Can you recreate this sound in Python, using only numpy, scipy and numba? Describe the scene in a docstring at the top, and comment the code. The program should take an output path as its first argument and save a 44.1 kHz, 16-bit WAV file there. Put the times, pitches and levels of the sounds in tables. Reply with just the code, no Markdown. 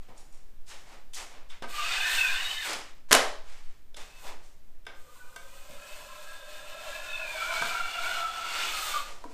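"""In a bare, half-built room, a steel drywall knife is drawn up, set lightly and drawn down a plastered corner.
Grit under the edge makes a rasp and drives the blade's bending modes, which shift with angle and pressure.
Touches and one bouncing clack on the hawk set damped modes ringing under short bursts of noise; shoes, clothes
and tools scuff as swells of grit, loose metal jingles, the wall board bumps. Decaying noise gives the room.
One microphone, rumbling as it is carried, hears it all over the quiet of the site."""
import sys
import numpy as np
from scipy import signal
from scipy.fft import rfft, irfft, next_fast_len
from scipy.io import wavfile
from numba import njit

SR = 44100
rng = np.random.default_rng(int(sys.argv[2]) if len(sys.argv) > 2 else 0)


def transcribe(signal):
    """Save signal, clipped to [-1, 1], as a 16-bit WAV file at the path in sys.argv[1]."""
    frames = np.atleast_2d(signal).T
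    limited = np.clip(frames, -1, 1)
    pcm = np.round(limited * 32767).astype(np.int16)
    wavfile.write(sys.argv[1], SR, pcm)


N = 411453


def amp(db):
    """Turns dB into gain."""
    return 10 ** (np.asarray(db) / 20)


def rms_one(x):
    """Scales to rms 1."""
    return x / np.sqrt(np.mean(x ** 2) + 1e-20)


def in_time(rows, fade_s=0.039):
    """Reads the columns at every sample, with a gate that is open while the table lasts."""
    s, *columns = np.transpose(rows)
    t = np.arange(N) / SR
    to_nearest_end = np.minimum(t - s[0], s[-1] - t)
    gate = np.clip(to_nearest_end / fade_s + .5, 0, 1)
    return gate, [np.interp(t, s, column) for column in columns]


def at_hz(points, hz):
    """Reads a table on a log-frequency axis."""
    table_hz, values = np.array(points)[:, :2].T
    return np.interp(np.log(hz + 1e-3), np.log(table_hz), values)


def drift(rate_hz):
    """Slow chance with spread 1: noise through two equal low-pass poles, run at every 40th sample."""
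    r = np.exp(-80 * np.pi * rate_hz / SR)
    noise = rng.standard_normal(N // 40 + 2002)
    slow = signal.lfilter([1], [1, -2 * r, r * r], noise)[2000:]   # without the filter's start
    return np.interp(np.arange(N) / 40, np.arange(len(slow)), rms_one(slow))


def coloured(x, spectrum):
    """Weights x by a table of relative dB over Hz; rms 1."""
    size = next_fast_len(N)
    gain = amp(at_hz(spectrum, np.fft.rfftfreq(size, 1 / SR)))
    return rms_one(irfft(rfft(x, size) * gain, size)[:N])


LOW_SPLIT_HZ, HIGH_SPLIT_HZ = 900, 4750


def three_bands(x):
    """Splits into low, middle and high with gentle in-phase slopes, each of rms 1."""
    size = next_fast_len(N)
    hz, spectrum = np.fft.rfftfreq(size, 1 / SR), rfft(x, size)
    low = 1 / (1 + (hz / LOW_SPLIT_HZ) ** 4)
    high = 1 / (1 + (HIGH_SPLIT_HZ / (hz + 1)) ** 4)
    return [rms_one(irfft(spectrum * share, size)[:N]) for share in (low, 1 - low - high, high)]


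def grit(per_s, spread_db):
    """Grains of uneven size and either sign, caught at random moments; rms 1."""
    sizes = amp(spread_db * np.minimum(rng.exponential(1, N), 5)) * rng.choice([-1, 1], N)
    caught = rng.random(N) < per_s / SR
    return rms_one(sizes * caught)


@njit
def glide(x, pull, r):
    """Two-pole resonance whose pitch moves sample by sample."""
    y = np.zeros(len(x))
    for i in range(2, len(x)):
        y[i] = x[i] - x[i - 2] + pull[i] * y[i - 1] - r * r * y[i - 2]
    return y


def ring(clicks, hz, t60_s):
    """A unit click sets a decaying sine of height about 1 ringing."""
    r, w = amp(-60 / (t60_s * SR)), 2 * np.pi * hz / SR
    return signal.lfilter([.5, 0, -.5], [1, -2 * r * np.cos(w), r * r], clicks + 1e-18)


def struck(times, modes, level_db):
    """Each blow strikes every damped mode with a strength of its own."""
    at, out = (times * SR).astype(int), np.zeros(N)
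    luck_db = rng.normal(0, 0.83, (len(at), len(modes)))
    for (hz, mode_db, t60_s), mode_luck_db in zip(modes, luck_db.T):
        clicks = np.zeros(N)
        clicks[at] = amp(level_db + mode_db + mode_luck_db)
        out += ring(clicks, hz, t60_s)
    return out


def bursts(times, level_db, decay_s, noise):
    """Noise that starts at once and dies fast, to 1/e in decay_s."""
    clicks = np.zeros(N)
    clicks[(times * SR).astype(int)] = amp(level_db)
    envelope = signal.lfilter([1], [1, -np.exp(-1 / (decay_s * SR))], clicks + 1e-18)
    return envelope * noise


def rubbing(low, middle, high, friction, flicker_db):
    """Friction in three bands, each under its own gain, the contact catching and easing."""
    bands = three_bands(friction)
    mixed = low * bands[0] + middle * bands[1] + high * bands[2]
    return mixed * amp(flicker_db * drift(6.9))


# Colour of the quiet site. 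Each row: frequency in Hz, relative density in dB per Hz.
HUSH_COLOUR = [(24, -23.5), (40, -2.5), (49, -14.5), (108, -19.5), (165, -19), (187, -24.5), (217, -21),
               (1180, -33), (1440, -32.5), (12200, -44.5), (15300, -34.5)]


def hush():
    """The quiet of the site: coloured noise that swells slowly about -62 dB."""
    level_db = -62 + .8 * drift(2.5)
    return amp(level_db) * coloured(rng.standard_normal(N), HUSH_COLOUR)


# Rumble of the carried microphone. Each row: time in seconds, rms level in dB.
RUMBLE_LEVEL = [(0.0, -36.5), (2.41, -35.5), (2.7, -42.5), (3.53, -32), (4.86, -37.5), (6.75, -43.5),
                (6.94, -35), (8.37, -44.5), (9.09, -37.5), (9.33, -41)]
# Its colour. Each row: frequency in Hz, relative density in dB per Hz.
RUMBLE_COLOUR = [(1.2, -26.5), (2.0, 20), (16, 3.5), (25, -16.5), (35, -39.5), (48, -33), (60, -17),
                 (78, -60), (130, -120)]


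def rumble():
    """Carrying the microphone makes a deep noise of changing level."""
    _, (level_db,) = in_time(RUMBLE_LEVEL)
    return amp(level_db) * coloured(rng.standard_normal(N), RUMBLE_COLOUR)


# Shoes, clothes and tools. Each row: time the middle band is loudest in seconds, its level in dB, rise in seconds,
# fall in dB per second, low body in dB re the middle, high grit in dB re the middle,
# share of the rise by which the grit peaks before the middle and the body after it.
SCUFFS = [(.03, -68, 0.079, 65, -5, -4.5, 0), (.1, -67, 0.023, 71, 9.5, -10, 0),
          (.2, -65, 0.057, 101, -3, 5, .3), (.34, -68.5, 0.04, 75, -2, 1.5, 0.24),
          (0.719, -50, 0.071, 123, -8, -0.5, 0.3), (0.949, -55.5, 0.16, 139, -1.5, -7, 0.043),
          (1.182, -45.5, 0.055, 113, -7.5, 3.5, 0.66), (1.36, -57, 0.12, 78, -1, -24, 0),
          (1.525, -49.5, 0.049, 185, -13, -7.5, 0.41), (1.63, -42, 0.014, 348, -1, -20, 0.39),
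          (2.699, -36, .08, 126, -7.5, -8, 0), (2.735, -43.5, 0.082, 210, -6, 0.5, 0.45),
          (3.1, -54.5, 0.018, 106, -16, -3.5, .3), (3.53, -56.5, 0.15, 66, -12, -4.5, 0.031),
          (3.969, -53, .01, 65, -4, -4, .3), (4.18, -63.5, 0.12, 71, -12.5, -6, 0.079),
          (4.245, -54.5, .04, 117, 5.5, -12, 0.04), (4.281, -47, 0.055, 179, -1.5, -5, 0.2),
          (4.45, -68.5, 0.051, 100, -14, 5, 0.053), (4.875, -53.5, 0.0033, 115, 0.5, -20, .3),
          (9.1, -54, 0.12, 72, 0.5, -1, 0.083), (9.31, -64, 0.037, 58, 0, 0, 0)]
# Colour within the three bands. Each row: frequency in Hz, relative density in dB per Hz.
SCUFF_COLOUR = [(120, -32.5), (200, -5.5), (594, 5), (651, 4), (700, 5.5), (902, 6), (1670, 3.5), (2160, 5),
                (3850, -0.5), (7820, -5.5), (15300, -26.5)]
RISE_POWER = 1.9   # bend of the rise


def scuffs():
    """Each scuff swells from silence and fades evenly in dB; often the grit peaks first and the body follows."""
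    t, powers = np.arange(N) / SR, np.zeros((3, N))
    for s, level_db, rise_s, fall_db, body_db, grit_db, lead in SCUFFS:
        near = slice(int(max(s - rise_s, 0) * SR), int((s + 60 / fall_db) * SR))
        since = t[near] - s + rise_s
        lead = np.clip(lead, -.9, .9)
        for band, (band_db, lag) in enumerate([(body_db, lead), (0, 0), (grit_db, -lead)]):
            top_s = rise_s * (1 + lag)
            swell = np.clip(since / top_s, 0, 1) ** RISE_POWER
            fade_db = fall_db * np.maximum(since - top_s, 0)
            powers[band, near] += (swell * amp(level_db + band_db - fade_db)) ** 2
    low, middle, high = np.sqrt(powers)
    return rubbing(low, middle, high, coloured(grit(9000, 1.8), SCUFF_COLOUR), flicker_db=1.4)


# Blade touching the wall or the hawk. Each row: time in seconds, level in dB before the trims below,
# centre of the knock in Hz, fall away from it in dB per octave, thud in dB re the level, tick in dB re the level,
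# t60 of the ring in seconds.
TAPS = [(.085, -44, 641, 6, -7, -26, 0.025), (1.135, -33, 3130, 33, -26, -10, 0.029),
        (1.499, -43.5, 3000, 10, -18, -26, 0.068), (1.623, -22.5, 988, 3.5, -9, -24, 0.011),
        (1.639, -24, 1150, 20, -5, -29, 0.072), (2.731, -24, 5420, 18.5, -31, -8, 0.032),
        (3.944, -34, 3280, 10, -1, -19.5, 0.018), (3.967, -42.5, 2835, 9.5, -21, 0.5, .06),
        (4.852, -45, 2497, 11, -31, -18, 0.016), (4.866, -28, 1640, 8, -20, -22.5, 0.032),
        (5.361, -32, 1380, 10.5, 2.5, -11, 0.057), (7.62, -12.5, 1190, 16.5, -35, -23, 0.048),
        (9.241, -21, 960, 31, 0, -37, 0.031), (9.252, -31.5, 300, 21, -7, -37, 0.098),
        (9.291, -40, 960, 37, -10, -30, .04)]
# Modes of the touched blade. Each row: frequency in Hz, relative level in dB.
TAP_MODES = [(291, -2.5), (463, 5.5), (690, 2.5), (960, -2), (1250, -5), (1550, 1.5), (2050, -5),
             (2250, -2.5), (2750, -4), (3150, -1.5), (3520, 4), (3750, -2.5), (5100, -1.5), (5900, -7)]
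# Splash of a knock, for touches and clacks. Each row: frequency in Hz, relative density in dB per Hz.
SPLASH_COLOUR = [(150, -42), (250, -15), (571, 2.5), (1260, -2.5), (1400, -5), (1580, -3), (2930, -9),
                 (3860, -9.5), (9780, -16.5), (15300, -35)]


def taps():
    """Modes near the centre of a touch ring most, long when the blade hangs free; the board thuds, the edge ticks."""
    s, level_db, centre_hz, fall_db, thud_db, tick_db, t60_s = np.transpose(TAPS)
    hz, mode_db = np.transpose(TAP_MODES)[:, :, None]
    luck_db = rng.normal(0, 0.5, (len(s), len(hz), 1))
    t, rings = np.arange(SR // 2) / SR, np.zeros(N + SR)
    contact = 1 - np.exp(-t / 0.0017)   # the touch takes a moment to build
    for k, at in enumerate((s * SR).astype(int)):
        octaves_off = np.abs(np.log2(hz / centre_hz[k]))
        start_db = level_db[k] - 3.5 + mode_db + luck_db[k] - fall_db[k] * octaves_off
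        modes = amp(start_db - 60 * t / t60_s[k]) * np.sin(2 * np.pi * hz * t)
        rings[at:at + len(t)] += np.sum(modes, axis=0) * contact
    low, middle, high = three_bands(coloured(rng.standard_normal(N), SPLASH_COLOUR))
    thud = bursts(s, level_db + thud_db - 13.0, 0.0017, low)
    tick = bursts(s, level_db + tick_db - 9.5, 0.0036, middle)
    tick += bursts(s, level_db + tick_db - 2.0, .005, high)
    return rings[:N] + thud + tick


# Dull bumps through the wall and floor. Each row: time in seconds, level in dB before the mode levels.
THUMPS = [(0.093, -56), (1.623, -60), (5.7, -54.5), (7.615, -47)]
# Wall board. Each row: mode in Hz, relative level in dB, t60 in seconds.
PANEL_MODES = [(118, -5.5, 0.133), (161, 2, .1), (227, -1.5, .08)]


def thumps():
    """A bump sets a few low panel modes going briefly."""
    s, level_db = np.transpose(THUMPS)
    return struck(s, PANEL_MODES, level_db)


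# Loose bits of metal. Each row: time in seconds, level in dB before the mode levels.
JINGLES = [(.178, -51.5), (.206, -58), (.222, -64), (.255, -68), (.325, -60), (.345, -60), (.372, -67)]
# Their ringing. Each row: mode in Hz, relative level in dB, t60 in seconds.
JINGLE_MODES = [(5600, -8, .06), (6200, -10, .05), (6947, -3, .09), (7200, -6, .05), (7900, -8, .05),
                (8500, -3, .05), (9780, -7, .05)]


def jingles():
    """Small metal parts knock together and ring high and short."""
    s, level_db = np.transpose(JINGLES)
    return struck(s, JINGLE_MODES, level_db)


def strands(x, share_db, count):
    """The many minor modes of a thin blade: short streaks that wander, come and go."""
    out, r = x.copy(), np.exp(-np.pi * 90 / SR)   # each 90 Hz wide
    for hz in np.geomspace(800, 4300, count):
        pull = 2 * r * np.cos(2 * np.pi * hz * (1 + .03 * drift(2.5)) / SR)
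        out += amp(share_db + 2.9 * drift(6.0)) * (1 - r) * glide(x, pull, r)
    return rms_one(out)


# Bending modes. Each row: frequency at rest in Hz, how far it follows the low, the middle and the upper
# singing mode (three exponents), width of each of its two resonances in Hz.
BLADE_MODES = [(612, 1, 0, 0.024, 76), (1004, 0, 0.023, 0.42, 110), (1348, 0.021, 1, 0.025, 71),
               (1589, 0.019, .5, 0.68, 87), (2463, 0, 0.073, 1, 72), (2804, 0, .12, 0.11, 73),
               (3560, 0, 0, .4, 120)]
# The low, middle and upper singing mode at rest. Each row: frequency in Hz.
REST_HZ = [
    [620],
    [1350],
    [2450],
]


def blade(rasp_db, leaders_hz, modes_db, wobble, flicker_db):
    """Grit feeds each bending mode, a steep double resonance; the hand makes its pitch and strength waver."""
    out, grains = np.zeros(N), grit(6000, 4.5)
    bend = np.log(leaders_hz / np.array(REST_HZ))
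    for (rest_hz, *follows, width_hz), mode_db in zip(BLADE_MODES, modes_db):
        hz = rest_hz * np.exp(np.dot(follows, bend))
        shake = np.clip(amp(.45 * (rasp_db + mode_db + 52)), .6, 2.2)   # driven hard, it chatters in pitch
        r = np.exp(-np.pi * width_hz / SR)
        pull = 2 * r * np.cos(2 * np.pi * hz * (1 + wobble * shake * drift(14)) / SR)
        fed = np.roll(grains, rng.integers(N))   # the same grains at another moment
        sung = rms_one(glide(glide(fed, pull, r), pull, r))
        out += amp(mode_db + flicker_db * (drift(4.8) + 0.4 * drift(1.33))) * sung
    return amp(rasp_db) * out


# Edge on the wall, one table a stroke. Each row: time in seconds, rasp in dB before its trim, hiss in dB re that
# rasp, singing in dB re that rasp, low, middle and upper singing mode of the flexed blade in Hz.
STROKES = [
    [(1.69, -39.5, 0.5, -9, 704, 1130, 2470), (1.8, -30, -11, 1, 676, 1230, 2375),
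     (1.87, -28, -13, -3.5, 690, 1213, 2534), (1.94, -25, -17, -9.5, 740, 1487, 2420),
     (2.03, -29, -8.5, 1.5, 760, 1560, 2540), (2.14, -25.5, -5.5, -5.5, 740, 1540, 2598),
     (2.25, -28.5, -5, -0.5, 750, 1575, 2524), (2.37, -29, -12.5, -3.5, 710, 1563, 2580),
     (2.5, -33, -7, -3.5, 690, 1800, 2990), (2.6, -35, -6.5, -1.5, 710, 1766, 2860),
     (2.68, -25.5, -2.5, -6, 776, 1460, 1900)],
    [(4.95, -63.5, 7.5, 4, 548, 1225, 2410), (5.2, -58, 5.5, 6, 500, 1207, 2420),
     (5.47, -57, 5, 0.5, 556, 1243, 2430), (5.82, -47.5, 0, -4.5, 590, 1350, 2540),
     (6.15, -46.5, 0, -4, 610, 1330, 2610), (6.45, -50, -1.5, 1, 596, 1310, 2560),
     (6.9, -41.5, -4.5, -2, 626, 1355, 2630), (7.22, -43, -5.5, 3.5, 642, 1470, 2552),
     (7.36, -38, -4.5, 1.5, 647, 1357, 2320), (7.55, -33.5, -7, 2, 660, 1420, 2390),
     (7.85, -33.5, -8.5, -2.5, 735, 1373, 2265), (8.1, -32.5, -8, 0, 700, 1392, 2244),
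     (8.3, -36.5, -10, 0.5, 730, 1345, 2210), (8.65, -27.5, -11, -4, 655, 1330, 2240),
     (8.85, -33, 0.5, -5.5, 620, 1218, 2180), (8.97, -32.5, -5, 6.5, 590, 1188, 2240),
     (9.12, -48.5, -7, -2, 540, 1247, 2250)],
    [(3.99, -52, -1, 0, 620, 1350, 2480), (4.12, -60, 0, 0, 620, 1300, 2620),
     (4.23, -55, 7, 0, 642, 1130, 2460), (4.32, -53, -1, 0, 640, 1100, 2360)],
]
# Where on the wall each mode sings best, a table a stroke, a row a bending mode. Each row: time in seconds,
# level there in dB re the singing, loss before it in dB per second, loss after it in dB per second.
SWEET_SPOTS = [
    [(1.9, -23.5, 8, 16.5), (2.35, -21, 15, 7.5), (2.05, -5, 25, 16), (2.15, -11.5, 6, 4),
     (2.22, -2.5, 29, 18), (2.3, -10, 17, 20.5), (2.3, -9.5, 17, 8.5)],
    [(5.6, -4, 22, 5), (5.7, -6.5, 18, 5.5), (8.95, -5, 1.5, 21), (6.35, -7, 4, 4.5), (7.25, -4, 7.5, 12.5),
     (7.9, -9.5, 37, 22), (6.78, -8.5, 13, 7)],
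    [(4.8, -11, 40, 10), (4.4, -1, 60, 10), (4.8, -1, 40, 10), (4.1, -13.5, 10, 10), (4.18, -7, 20, 40),
     (4.1, -20, 10, 10), (4.2, -10, 10, 20)],
]
# The wall swells less than the rasp. One row: drone in dB re the rasp at full pressure for each of
# the three strokes, then the share of the rasp's swing in dB.
DRONE = (-16, -11, -18, 0.8)
# Colour of the rasp within its bands. Each row: frequency in Hz, relative density in dB per Hz.
RASP_COLOUR = [(120, -34), (200, -30.5), (399, -20), (700, -15.5), (1120, -13.5), (1390, -10), (1970, -8),
               (2490, -3.5), (5640, -4), (8260, 2), (10300, -7.5), (13500, -4), (15300, -0.5)]
FULL_DB = -32   # rasp at full pressure, before its trim


def strokes():
    """Pressure sets rasp, drone, hiss and the singing of the blade, whose modes trade strength along the wall."""
    low, middle, high, song = np.zeros((4, N))
    t = np.arange(N) / SR
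    for k, (rows, spots) in enumerate(zip(STROKES, SWEET_SPOTS)):
        gate, (rasp_db, hiss_db, sing_db, *leaders_hz) = in_time(rows)
        low += gate * amp(FULL_DB + DRONE[k] + DRONE[-1] * (rasp_db - FULL_DB))
        middle += gate * amp(rasp_db)
        high += gate * amp(rasp_db + hiss_db)
        modes_db = [top_db - np.maximum(before_db * (s - t), after_db * (t - s))
                    for s, top_db, before_db, after_db in spots]
        song += gate * blade(rasp_db + sing_db, leaders_hz, modes_db, wobble=0.013, flicker_db=3.07)
    friction = strands(coloured(grit(9000, 1.9), RASP_COLOUR), 0.17, count=10)
    return amp(-7.5) * rubbing(low, middle, high, friction, flicker_db=1.4) + song


# Knife knocked on the hawk. Each row: time in seconds, level in dB before the trims below, crack in dB re it.
CLACKS = [(3.088, -41, -23), (3.111, -10.5, -16), (3.116, -1, -17.5), (3.124, -1, -13), (3.128, 4.5, -4),
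          (3.139, -7, -8.5), (3.15, 1, -8.5), (3.165, -20.5, -14)]
# Loaded plate of the hawk. Each row: mode in Hz, relative level in dB, t60 in seconds.
HAWK_MODES = [(262, -24.5, 0.12), (440.7, -15, 0.12), (586, -20, 0.085), (642, -7, 0.048),
              (1042, -6.5, 0.049), (1270, -8, 0.01), (1520, -11.5, .025), (2030, -13, 0.053),
              (3000, -13, 0.037), (2980, -17, 0.036)]


def clacks():
    """A touch, the main knock and its bounces on the loaded plate: damped modes under a broad splash.
    Second result: what reaches the walls from all sides, where the splash has an even colour."""
    s, level_db, crack_db = np.transpose(CLACKS)
    low, middle, high = three_bands(coloured(rng.standard_normal(N), SPLASH_COLOUR))
    splash = bursts(s, level_db - 10.5, 0.0018, middle + amp(-6.0) * low)
    splash += bursts(s, level_db + crack_db - 4, 0.0025, high)
    modes = struck(s, HAWK_MODES, level_db - 14)
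    main = np.zeros(N)
    main[int(s[np.argmax(level_db)] * SR)] = 1   # one click at the loudest knock
    even = np.dot(amp([-6.0, -1.5, -7.0]), three_bands(coloured(main, SPLASH_COLOUR)))
    return modes + splash, amp(-1.0) * modes + np.std(splash) * even


# Bare room. Each row: frequency in Hz, t60 in seconds.
ROOM_T60 = [(60, 0.35), (500, 0.51), (2000, 0.43), (5000, 0.44), (11000, 0.33)]


def room(x):
    """Diffuse tail: noise dying at its own rate in each half-octave band."""
    t, tail = np.arange(SR) / SR, np.zeros(SR)
    for low_hz in 45 * 2 ** np.arange(0, 8.4, .5):
        sos = signal.butter(2, [low_hz, low_hz * 2 ** .5], "band", fs=SR, output="sos")
        band = signal.sosfilt(sos, rng.standard_normal(SR))
        tail += band * amp(-60 * t / at_hz(ROOM_T60, low_hz * 2 ** .25))
    tail *= np.clip(t / 0.018, 0, 1)   # reflections build up
    return signal.fftconvolve(x, tail / np.sqrt(np.sum(tail ** 2)))[:N]


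def scene():
    """Near sounds, their far room tail, hush and rumble; one microphone on both channels."""
    scuff, stroke = scuffs(), strokes()
    touch = taps() + thumps() + jingles()
    knock, spread = clacks()
    near = stroke + scuff + touch + knock
    far = room(amp(-10.5) * stroke + amp(-12.5) * scuff + amp(-4.5) * touch + amp(-8.5) * spread)
    return np.tile(near + far + hush() + rumble(), (2, 1))


def record(dry):
    """The microphone path rounds the peaks and cuts the top, 90 dB down from 16 kHz."""
    rounded = .72 * np.tanh(dry / .72)
    return signal.sosfilt(signal.cheby2(16, 90, 16000, fs=SR, output="sos"), rounded)


dry = scene()
out = record(dry)
transcribe(out)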